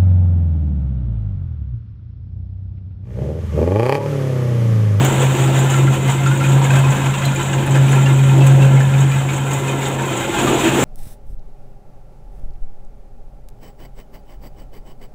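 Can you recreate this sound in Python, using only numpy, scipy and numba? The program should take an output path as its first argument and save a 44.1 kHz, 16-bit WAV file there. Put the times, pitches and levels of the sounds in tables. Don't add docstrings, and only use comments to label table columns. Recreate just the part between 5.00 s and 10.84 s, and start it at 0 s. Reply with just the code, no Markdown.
import sys
import numpy as np
from scipy import signal
from scipy.fft import rfft, irfft
from scipy.io import wavfile
from scipy.ndimage import uniform_filter1d
from numba import njit

SR = 44100
rng = np.random.default_rng(int(sys.argv[2]) if len(sys.argv) > 2 else 0)


def nominal_scale(level):
    x = np.asarray(level, float) / 20
    return 10 ** x


def materialize(psi):
    bounded = np.clip(np.atleast_2d(psi).T, -1, 1)
    quanta = np.round(bounded * 32767).astype(np.int16)
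    wavfile.write(sys.argv[1], SR, quanta)


N = 257544


def level(x, db):
    return x * nominal_scale(db) / np.sqrt(np.mean(x ** 2))


def curves(table):
    s, *columns = np.transpose(table)
    return [np.interp(np.arange(N) / SR, s, c) for c in columns]


def swells(table):
    t = np.arange(0, N + 64, step=64) / SR
    s, db, length = np.transpose(table)[:, :, None]
    bells = db * np.exp(-0.5 * ((t - s) / length) ** 2)
    return np.interp(np.arange(N) / SR, t, bells.sum(axis=0))


def colour(x, spectrum):
    hz, db = np.transpose(spectrum)
    f = np.log(np.arange(N // 2 + 1) * SR / N + 1)
    gain = nominal_scale(np.interp(f, np.log(hz), db, left=-90, right=-90))
    return irfft(rfft(x) * gain, N)


def ring(x, hz, width):
    return signal.lfilter(*signal.iirpeak(hz, hz / width, fs=SR), x)


def shade(x, hz, db):
    upper = signal.sosfiltfilt(signal.butter(4, hz, "high", fs=SR, output="sos"), x)
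    return x + (nominal_scale(db) - 1) * upper


def walk(rate):
    held = np.repeat(rng.standard_normal(int(N / SR * rate) + 2), repeats=8)
    slewed = uniform_filter1d(uniform_filter1d(held, size=8), size=8)
    return 1.3 * np.interp(np.arange(N) / SR * rate * 8, np.arange(len(held)), slewed)


def grains(rate, spread_db, tail_s):
    hit = (rng.random(N) < rate / SR) * nominal_scale(-spread_db * np.log(rng.random(N) + 0.04))
    puffs = signal.lfilter([1], [1, -np.exp(-1 / (tail_s * SR))], hit)
    return puffs * rng.standard_normal(N)


@njit
def chime(start, pole, size, ring_length, length):
    out = np.zeros(length + 4096)
    for k in range(len(start)):
        z, contact = size[k] + 0j, 1.
        for i in range(start[k], start[k] + ring_length[k]):
            z *= pole[k]
            contact *= .985
            out[i] += z.imag * (1 - contact)
    return out[:length]


def pings(modes_hz, scatter, ring_s, spread_db, count):
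    when, part, detune, strength, decay = rng.random((count, 5)).T
    hz = modes_hz[(part * len(modes_hz)).astype(int)] * (1 + scatter * (2 * detune - 1))
    samples = ring_s * (.5 + decay) * SR
    pole = np.exp(2j * np.pi * hz / SR - 1 / samples)
    size = nominal_scale(-spread_db * np.log(strength + 0.029))
    start = (when * N).astype(np.int64)
    ring_length = np.minimum(4 * samples, 4096).astype(np.int64)
    return level(chime(start, pole, size, ring_length, N), 0)


def drum(depth_db, share=1, start_turns=-0.1):
    return nominal_scale(depth_db * np.cos(2 * np.pi * (share * 22.83 * np.arange(N) / SR + start_turns)))


# (time [s], seed stream level [dB], air through the drum level [dB])
LOAD_AT_PHONE = [(0, -21, -18), (.25, -25.5, -25.5), (.8, -26, -24), (1.2, -28.5, -25), (1.8, -26, -24.5),
                 (2.4, -28.5, -29), (3.0, -27.5, -24.5), (3.5, -27.5, -25), (4.2, -31, -28),
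                 (4.7, -29, -25.5), (5.27, -27.5, -23), (5.38, -23.5, -22.5), (5.6, -23, -18),
                 (5.84, -19.5, -14)]
# (time [s], change [dB], length [s])
SIEVE_THROWS = [(0.058, 0.5, 0.015), (0.227, 5, 0.026), (0.404, 3, 0.037), (0.59, 2.5, 0.026),
                (0.659, 0, 0.024), (0.775, 2.5, 0.052), (1.93, 1, 0.023), (3.11, 2, 0.025),
                (3.29, 1.5, 0.032), (4.69, 2, 0.042), (5.05, 1, 0.017), (5.2, 1.5, 0.024),
                (5.48, 2.5, 0.033), (0.848, -2, 0.041), (0.947, 4.5, 0.014), (1.112, 3, 0.037),
                (1.292, 2.5, 0.037), (1.457, 3, 0.025), (1.652, 3.5, 0.012), (1.756, 3.5, 0.025),
                (2.069, 2.5, 0.011), (2.258, 3, 0.032), (2.418, 4, 0.013), (2.539, 1.5, 0.01),
                (2.765, 3, 0.019), (2.935, 3.5, 0.048), (3.473, 4, 0.022), (3.65, 3, 0.022),
                (3.816, 2, 0.013), (4.011, 3.5, 0.028), (4.176, 5.5, 0.034), (4.358, 3.5, 0.043),
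                (4.527, 3, 0.015), (4.86, 4, 0.033), (4.974, -3, 0.012), (5.676, 4, 0.021),
                (5.823, 2, 0.023)]


def load():
    seed_db, air_db = curves(LOAD_AT_PHONE)
    return seed_db, air_db, swells(SIEVE_THROWS)


# (time [s], drum middle [dB], chute treble [dB], wind [dB])
PHONE_SHADE = [(0, -0.5, -1, -50), (.35, 4.5, -0.2, -46), (.9, 0, -1, -50), (1.3, -1.7, -1, -50),
               (1.8, 3, -0.9, -53), (2.5, 2, 0.8, -43), (3.0, 0.5, -0.2, -50), (3.6, -0.5, -1.5, -52),
               (3.95, 1.5, -1.2, -50), (4.45, -0.5, -1.5, -52), (5.0, 1, -0.5, -50), (5.3, 1, 1, -46),
               (5.36, -7, 2.5, -35), (5.45, -1.5, 2, -39), (5.65, -2.5, 3.5, -40), (5.84, -4, -4.5, -36)]
# (time [s], share [dB])
STEEL_SHARE = [
    (0, -9),
    (.7, -6),
    (2.0, -0.5),
    (3.1, -3),
    (4.0, -1.5),
    (5.2, -2),
    (5.45, -5.5),
    (5.84, -8),
]


def phone_turn():
    return curves(PHONE_SHADE) + curves(STEEL_SHARE)


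# (time [s], change [dB], length [s])
WALL_BOOMS = [(.05, 11, 0.049), (.42, 15, 0.13), (.72, 4, .06), (1.45, 8, 0.099), (1.9, 7, .06),
              (2.39, 19, 0.029), (2.75, 11, 0.056), (3.12, 15, 0.036), (3.38, 15.5, 0.058), (3.6, 8, 0.12),
              (5.15, 9, 0.096), (5.42, 0, .02), (5.52, 6, 0.041), (5.65, 6, 0.037), (5.76, 1, 0.039)]


def wall_shake(air_db):
    return -38.5 + 1.87 * (air_db - air_db.mean()) + swells(WALL_BOOMS)


# (time [s], blade rate [Hz], level [dB])
BLADE_TONE = [(0.0, 133.6, -11), (0.5, 133.6, -12), (0.88, 134.4, -10), (1.25, 135.2, -11.5),
              (1.76, 135.1, -8.5), (2.05, 135.7, -10), (2.55, 136, -14), (2.75, 136.3, -9.5),
              (3.1, 134.6, -9), (3.5, 135.6, -5.5), (3.8, 135, -7.5), (4.05, 135.7, -9), (4.34, 136, -19),
              (4.8, 135.9, -20), (5.1, 134.9, -25.5), (5.3, 136.9, -25.5), (5.45, 133.6, -10),
              (5.84, 137.2, -25.5)]
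# (time [s], change [dB], length [s])
CHAFF_CHOKES = [(0.142, -7.5, 0.033), (0.28, -2, 0.015), (0.356, -6, 0.027), (0.535, -2, 0.02),
                (0.76, -0.5, 0.015), (1.03, -1.5, 0.015), (1.935, -7, 0.0079), (2.045, -4.5, 0.013),
                (2.21, 0.5, 0.01), (2.49, -2.5, .025), (3.0, -1.5, 0.02), (3.17, -1.5, 0.026),
                (3.26, -1.5, 0.021), (0.707, -4.5, 0.027), (0.987, -9.5, 0.041), (1.16, -9, 0.032),
                (1.359, -6, 0.025), (1.45, -3.5, 0.021), (1.67, -4, 0.038), (1.832, -2.5, 0.031),
                (1.992, -8.5, 0.039), (2.173, -12, 0.047), (2.348, -6, 0.021), (2.415, -8.5, 0.048),
                (2.656, -9.5, 0.026), (3.352, -3.5, 0.018), (3.583, -2.5, 0.015), (3.706, -1.5, 0.018),
                (3.886, -4, 0.045), (4.115, -4, 0.033), (5.175, -21, 0.016), (5.239, -11, 0.015),
                (5.375, -10.5, 0.051), (5.55, -17, 0.088), (5.685, -3, 0.014)]
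# (time [s], change [dB], length [s])
THIRD_SWELLS = [
    (0.01, 12, .12),
    (.4, 18, 0.13),
    (1.55, 14, 0.11),
    (2.1, 2, 0.26),
    (3.2, 15, 0.33),
    (3.65, 14, 0.072),
    (4.75, 20.5, 0.25),
    (5.5, 5, 0.084),
    (5.8, 16, 0.11),
]
# (time [s], change [dB], length [s])
FOURTH_SWELLS = [
    (0.01, 6.4, .1),
    (.28, 9.3, 0.26),
    (1.5, 11.6, 0.12),
    (2.8, 9.6, .1),
    (3.55, 16, 0.3),
    (4.7, 7.6, 0.18),
    (5.75, 4.7, 0.092),
]


def blower(wall_db):
    hz, open_db = curves(BLADE_TONE)
    choke_db = swells(CHAFF_CHOKES)
    hz = hz - 0.04 * choke_db
    first_db = open_db + choke_db
    second_db = 0.52 * first_db - 28.0
    third_db = -46.5 + swells(THIRD_SWELLS) - 4
    fourth_db = -38 + swells(FOURTH_SWELLS) - 7.0
    turns = 2 * np.pi * np.cumsum(hz * (1 + 0.0029 * walk(29.62))) / SR
    tone = nominal_scale(first_db + 0.76 * walk(45)) * np.sin(turns)
    for k, db in enumerate([second_db, third_db, fourth_db]):
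        phase = (k + 2) * turns + 2.08 * k + 0.5 * walk(12)
        tone += nominal_scale(db + 2.0 * walk(12)) * np.sin(phase)
    engine_db = np.minimum(wall_db, -27) - 4.5
    tone += nominal_scale(engine_db + 2.0 * walk(12)) * np.sin(5 * turns / 2)
    return np.sqrt(2) * tone


# (frequency [Hz], level [dB])
SHAFT_LINES = [(34.5, -39), (47.1, -32.5), (55.3, -33), (67.6, -45), (83.1, -25), (94.4, -25.5),
               (119.1, -41), (157.6, -51), (166.7, -58), (187.2, -22), (207.8, -33), (215.8, -25.5),
               (228.8, -48), (237.2, -37)]


def shafts():
    drift = np.cumsum(1 + 0.00192 * walk(1.545)) / SR
    out = np.zeros(N)
    for hz, db in SHAFT_LINES:
        out += nominal_scale(db + 2.0 * walk(3.93)) * np.sin(2 * np.pi * (hz * drift + rng.random()))
    return out


# (frequency [Hz], level [dB per Hz])
RUMBLE_OUTLINE = [(15, -50), (25, -26), (81, -10.5), (103, -3.5), (129, 5), (156, -6), (182, -1),
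                  (230, -4.5), (300, -61), (510, -120)]


def hum(air_db):
    blower_db = curves(BLADE_TONE)[1]
    gain = np.hypot(nominal_scale(-25.5 + 0.53 * blower_db), nominal_scale(-16 + air_db))
    rumble = level(colour(rng.standard_normal(N), RUMBLE_OUTLINE), 3.5)
    return (level(shafts(), 0.36) + rumble) * gain


# (frequency [Hz], level [dB per Hz])
ROAR_OUTLINE = [(140, -18), (230, -1), (389, -1), (454, -5.5), (542, -3), (632, -10.5), (696, -5.5),
                (776, -8), (900, -7.5), (1170, -19), (1980, -120)]
# (time [s], change [dB], length [s])
STRAW_WADS = [(.06, -4, 0.025), (.24, 3, 0.033), (1.09, 2.5, 0.018), (1.422, 0, 0.016), (1.532, 2.5, 0.013),
              (2.424, 3.5, 0.022), (2.582, 5, 0.036), (2.76, 4, 0.018), (2.97, 2.5, 0.03), (3.08, 2, 0.027),
              (3.4, 6, 0.012), (3.642, 5, 0.11), (4.52, 4, 0.016), (5.424, 7, 0.032), (5.524, 5.5, 0.028),
              (5.655, 3, 0.018)]


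def roar(air_db, throw_db, middle_db):
    casing = 0.16 * pings(rng.uniform(219.5, 1048.3, size=40), 0.02, 0.019, 3.4, count=1200)
    gusts = nominal_scale(1.4 * walk(13)) * rng.standard_normal(N)
    roar_db = air_db + swells(STRAW_WADS) + 0.36 * throw_db
    sound = level(colour(gusts + casing, ROAR_OUTLINE), -1.17) * nominal_scale(roar_db)
    return shade(sound, 430, middle_db)


def wall(wall_db):
    blows = level(grains(270, 1.2, 0.005), 0)
    return level(ring(blows, 338.5, 23), -2.2) * nominal_scale(wall_db)


# (frequency [Hz], width [Hz], level [dB])
SHEET_PANELS = [(673, 23, -7), (844, 33, -5.5), (936.3, 26, -5.5), (1026.4, 53, -6), (1370, 15, -9.5),
                (1576, 230, -8), (1734, 13, -7), (2057, 19, -36), (2521, 92, -18), (3128, 130, -19.5),
                (3700, 43, -29)]


def panels(rattle_db, steel_db):
    push = drum(1.4) * level(grains(900, 1.1, 0.0024), 0)
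    out = np.zeros(N)
    for k, (hz, width, db) in enumerate(SHEET_PANELS):
        out += nominal_scale(db + 3.8 * walk(9)) * ring(np.roll(push, k * 9001), hz, width)
    return level(out, -7.5) * nominal_scale(rattle_db + steel_db)


# (frequency [Hz], level [dB per Hz])
RATTLE_OUTLINE = [(350, -43), (600, -14), (679, -18), (919, -3), (1210, -2.5), (1380, -2), (1480, -4.5),
                  (1690, -5), (1870, -6), (2530, -3.5), (3730, -9), (4340, -20.5), (5000, -29), (6500, -48),
                  (11000, -120)]
# (frequency [Hz], level [dB per Hz])
HISS_OUTLINE = [(2710, -15.5), (4600, -28), (5020, -36), (5360, -19), (7140, -2), (8070, -5.5),
                (9260, -16.5), (11800, -20), (14900, -17), (15600, -10)]


def seed_stream(rattle_db, hiss_db, steel_db, treble_db):
    flicker = nominal_scale(1.1 * walk(24.04))
    seed = level(grains(1600, 2.9, 0.0073), 0)
    air = rng.standard_normal(N)
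    panel_hz = np.array(SHEET_PANELS)[:, 0]
    sheet = nominal_scale(steel_db) * pings(panel_hz, 0.0349, 0.024, 3.2, count=3000)
    wire_hz = rng.triangular(5200, 7300, 15500, size=140)
    wire = nominal_scale(1.5 * walk(30)) * pings(wire_hz, 0.0072, 0.0091, 4.5, count=7000)
    rattle = drum(0.76) * (flicker * (1.5 * seed + 0.98 * sheet) + 1.58 * air)
    hiss = drum(0.38, 0.93, 0.25) * (flicker * (1.57 * seed + 0.75 * wire) + 1.37 * air)
    rattle = shade(level(colour(rattle, RATTLE_OUTLINE), -3.0) * nominal_scale(rattle_db), 2430, treble_db)
    return rattle + level(colour(hiss, HISS_OUTLINE), -1.96) * nominal_scale(hiss_db)


def wind(db):
    buffets = ring(ring(rng.standard_normal(N), 42, 45), 42, 45)
    return level(buffets, 0) * nominal_scale(db)


def strike(table, width_hz, trim_db, partner):
    out, t = np.zeros(N + 4410), np.arange(4410) / SR
    for (s, db, hz), chance in zip(table, rng.random((len(table), 2, 4410))):
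        uneven = 2 * chance[1] - 1
        bounces = (chance[0] < 140 / SR) * uneven * 0.6 * np.exp(-t / 0.04)
        bounces[0] = 1
        scrape = 0.099 * uneven * np.exp(-t / 0.018)
        blow = uniform_filter1d(bounces, size=5) + scrape
        partner_hz = partner(hz) * (1 + 0.04 * chance[0, 0])
        body = ring(blow, hz, width_hz)
        body = body + 0.31 * ring(blow, partner_hz, 1.12 * width_hz)
        body = body + 0.023 * ring(blow, hz, 910)
        i = int(s * SR)
        out[i:i + 4410] += nominal_scale(db + trim_db) * body / np.abs(body).max()
    return out[:N]


# (time [s], peak level [dB], ring [Hz])
LIGHT_CLINKS = [(0.0293, -22, 2370), (0.6973, -10, 2920), (0.8704, -9, 2050), (1.0874, -5, 2026),
                (1.2595, -11, 2570), (1.4017, -10.5, 2130), (1.4391, -8, 2470), (1.6427, -10, 2170),
                (1.704, -6.5, 2566), (1.7554, -6.5, 2600), (2.3945, -12, 3060), (2.5292, -11.5, 2850),
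                (2.581, -11, 2430), (2.7447, -11, 2530), (2.9577, -9, 2540), (3.0589, -6, 2780),
                (3.0939, -11, 2095), (3.4082, -8, 2650), (3.6202, -7, 2720), (4.1165, -9, 2415),
                (4.2887, -9, 2290), (4.6778, -11, 2503), (4.8184, -10, 2230), (5.3717, -10, 2560),
                (5.6436, -11, 2460)]


def clinks():
    return strike(LIGHT_CLINKS, 42, -11.0, lambda hz: 1.21 * hz)


# (time [s], peak level [dB], ring [Hz])
LOOSE_KNOCKS = [(0.0433, -12, 1420), (0.4823, -13, 1330), (0.6584, -11.5, 1420), (0.7433, -7, 1350),
                (0.7756, -10, 1340), (0.8773, -6, 1370), (0.934, -14, 1370), (1.262, -3.5, 1370),
                (1.3126, -7, 1457), (1.3608, -24, 1600), (1.41, -4.5, 1390), (1.4402, -8, 1480),
                (1.706, -4.5, 1560), (1.7589, -8, 1570), (1.868, -9, 1370), (2.04, -10, 1370),
                (2.22, -6, 1383), (2.3153, -7, 1426), (2.5341, -10.5, 1630), (2.75, -7, 1370),
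                (2.7558, -4.5, 1697), (2.9292, -5, 1710), (3.065, -6, 1726), (3.468, -22, 1540),
                (3.8054, -6.5, 1720), (3.8911, -10, 1628), (4.123, -15, 1733), (4.5107, -14, 1360),
                (4.8275, -9.5, 1313), (5.3874, -11, 1261), (5.4704, -3.5, 1187), (5.6801, -8, 1244)]


def knocks():
    return strike(LOOSE_KNOCKS, 27, -9.5, lambda hz: 1540)


# (time [s], peak level [dB], ring [Hz])
SEED_SPARKS = [(0.0458, -13, 14900), (0.1496, -30, 10700), (0.186, -33, 10500), (0.5901, -23, 11300),
               (0.6654, -31, 14900), (0.6988, -23, 9510), (0.7622, -25, 9010), (1.0789, -27, 10000),
               (1.3718, -28, 15100), (1.4326, -30, 9600), (1.4837, -30, 9780), (1.6407, -32, 11200),
               (1.7045, -33, 11100), (1.7579, -23, 10890), (1.7873, -18.5, 8930), (2.0472, -29, 10500),
               (2.2196, -31, 9100), (2.2511, -21, 12600), (2.3463, -24, 9880), (2.3989, -32, 10200),
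               (2.4248, -33, 13000), (2.6628, -23, 10400), (2.6918, -27, 9300), (2.8868, -24, 9810),
               (2.9163, -23, 11000), (2.9552, -28, 10900), (3.267, -27, 9470), (3.3882, -31, 10900),
               (3.4655, -18, 10470), (3.4661, -24, 14300), (3.5389, -36, 9420), (3.5663, -30, 14300),
               (3.8018, -33, 9100), (4.0026, -32, 9370), (4.114, -31, 14300), (4.1495, -32, 14590),
               (4.333, -32, 14900), (4.5072, -34, 9120), (4.5314, -26, 15100), (4.5325, -18.5, 8500),
               (4.595, -31, 15220), (4.7656, -33, 14200), (4.8, -34, 10100), (4.858, -33, 10700),
               (4.8823, -21.5, 10200), (5.0574, -29, 15000), (5.1709, -27, 9500), (5.2365, -31, 9800),
               (5.4276, -20, 9540), (5.4645, -25, 9900), (5.6014, -23, 9040), (5.6351, -24, 9720)]


def sparks():
    out, t = np.zeros(N + 1323), np.arange(1323) / SR
    for (s, db, hz), noise in zip(SEED_SPARKS, rng.standard_normal((len(SEED_SPARKS), 1323))):
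        crack = level(np.diff(noise, prepend=0), -1.5) * np.exp(-t / .007) * (1 - np.exp(-t / .0015))
        tail = level(ring(noise * np.exp(-t / 0.0023), hz, 70), -13) * (1 - np.exp(-t / .001))
        i = int(s * SR)
        out[i:i + 1323] += nominal_scale(1.18 * db - 3.5) * (crack + tail)
    return out[:N]


# (time [s], peak level [dB], ring [Hz])
SHEET_THUDS = [(0.048, -7, 746), (0.134, -26, 866), (0.263, -16, 666), (0.432, -14, 830), (0.477, -11, 844),
               (0.701, -13, 795), (0.828, -15, 547), (1.092, -14, 937), (1.616, -8, 942),
               (1.705, -23, 1030), (1.802, -13, 830), (1.852, -18, 946), (1.913, -18, 810),
               (2.017, -17, 1010), (2.063, -13, 1004), (2.14, -14, 1030), (2.187, -14, 1025),
               (2.395, -15, 925), (2.647, -26, 840), (2.678, -12, 830), (2.814, -20, 610),
               (2.935, -21, 940), (3.268, -23, 1031), (3.394, -15, 825), (3.511, -17, 708),
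               (4.088, -23, 793), (4.154, -19, 693), (4.219, -19, 969), (4.509, -18, 1010),
               (5.016, -14, 912), (5.209, -13, 818), (5.278, -13, 840), (5.343, -8, 839), (5.401, -8, 705),
               (5.589, -12, 1037), (5.667, -10, 913), (5.72, -15, 830), (5.758, -12, 1086),
               (5.797, -10.5, 815)]


def thuds():
    return strike(SHEET_THUDS, 26, -5.0, lambda hz: 0.8 * hz)


# (time [s], peak level [dB])
SEED_SPRAYS = [(0.0488, -14.5), (0.1575, -26), (0.1994, -20), (0.411, -19), (0.4623, -30), (0.5033, -27),
               (0.5516, -21), (0.5955, -21), (0.6998, -15.5), (0.7622, -20), (1.0934, -18.5), (1.2705, -19),
               (1.3723, -23), (1.4361, -24), (1.4855, -21.5), (1.6397, -17), (1.7055, -20.5),
               (1.7554, -16.5), (1.7898, -22), (1.9017, -18), (1.9629, -22), (2.0536, -21), (2.1814, -20),
               (2.2513, -18), (2.3171, -26), (2.356, -18.5), (2.4269, -18), (2.5306, -15.5), (2.7062, -19),
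               (2.7581, -21), (2.9208, -20), (3.236, -21), (3.4645, -17), (3.8272, -22), (3.8945, -26),
               (4.0026, -17), (4.1011, -21.5), (4.1488, -25), (4.1844, -21), (4.3305, -18.5), (4.3625, -20),
               (4.5077, -17), (4.5311, -17.5), (4.6809, -23), (4.7676, -25), (4.8257, -21), (4.8594, -19),
               (5.0558, -20), (5.1711, -19), (5.2975, -32), (5.3822, -17), (5.4191, -18), (5.47, -18),
               (5.5261, -19), (5.601, -20), (5.6406, -23), (5.669, -18), (5.7976, -25)]


def sprays():
    t, flow = np.arange(4410) / SR, np.zeros(N + 4410)
    for s, db in SEED_SPRAYS:
        i = int(s * SR)
        flow[i:i + 4410] += nominal_scale(1.286 * db) * np.exp(-t / 0.016) * (1 - np.exp(-t / 0.002))
    patter = level(grains(2500, 1.5, 0.0018), 0) + 0.7 * rng.standard_normal(N)
    patter = patter + 0.8 * pings(rng.uniform(6300, 8600, size=30), 0.0043, 0.012, 2.5, count=2500)
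    patter = colour(patter, HISS_OUTLINE)
    return flow[:N] * level(ring(patter, 7200, 3000) + 0.3 * patter, -3.0)


# (time [s], peak level [dB], ring [Hz])
HIGH_CHINKS = [
    (0.2179, -17, 3440),
    (2.2523, -13, 4040),
    (4.8549, -11.5, 3700),
]


def chinks():
    return strike(HIGH_CHINKS, 45, -7.5, lambda hz: 0.95 * hz)


# (time [s], peak level [dB], ring [Hz])
FAINT_TAPS = [(0.4224, -15, 2530), (0.5252, -17, 2950), (0.5576, -17, 2430), (1.1428, -20, 2030),
              (1.1827, -13.5, 2090), (1.5189, -14.5, 2780), (1.8437, -13, 2540), (1.8871, -18, 2020),
              (2.0472, -17, 2330), (2.1385, -13, 2760), (2.358, -14, 2420), (2.8828, -15, 2490),
              (3.7663, -15, 2177), (3.9389, -14, 2350), (4.4682, -23, 2430), (4.998, -23, 1778),
              (5.1332, -22, 3200), (5.24, -20, 2450), (5.3472, -23, 2600)]


def taps():
    return strike(FAINT_TAPS, 50, -7, lambda hz: 1.21 * hz)


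# (time [s], peak level [dB], ring [Hz])
CHUTE_CLUNKS = [
    (.59, -5, 840),
    (1.085, -7, 710),
]


def clunks():
    return strike(CHUTE_CLUNKS, 27, -9.5, lambda hz: 1540)


def scene():
    seed_db, air_db, throw_db = load()
    middle_db, treble_db, wind_db, steel_db = phone_turn()
    wall_db = wall_shake(air_db)
    rattle_db = seed_db + 2 + throw_db
    hiss_db = seed_db - 5.5 + 0.86 * throw_db
    machine = blower(wall_db) + hum(air_db) + roar(air_db, throw_db, middle_db) + wall(wall_db)
    seed = seed_stream(rattle_db, hiss_db, steel_db, treble_db) + panels(rattle_db, steel_db)
    loose = clinks() + knocks() + thuds() + chinks() + taps() + clunks()
    thrown = sparks() + sprays()
    return (machine + seed + loose + thrown + wind(wind_db))[None]


def band_limit(x):
    return signal.sosfilt(signal.butter(12, 15500, fs=SR, output="sos"), x)


def record(dry):
    rounded = np.tanh(0.65 * dry) / 0.7
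    heard = signal.sosfilt(signal.butter(4, 30, "high", fs=SR, output="sos"), rounded)
    return band_limit(heard)


dry = scene()
out = record(dry)
materialize(out)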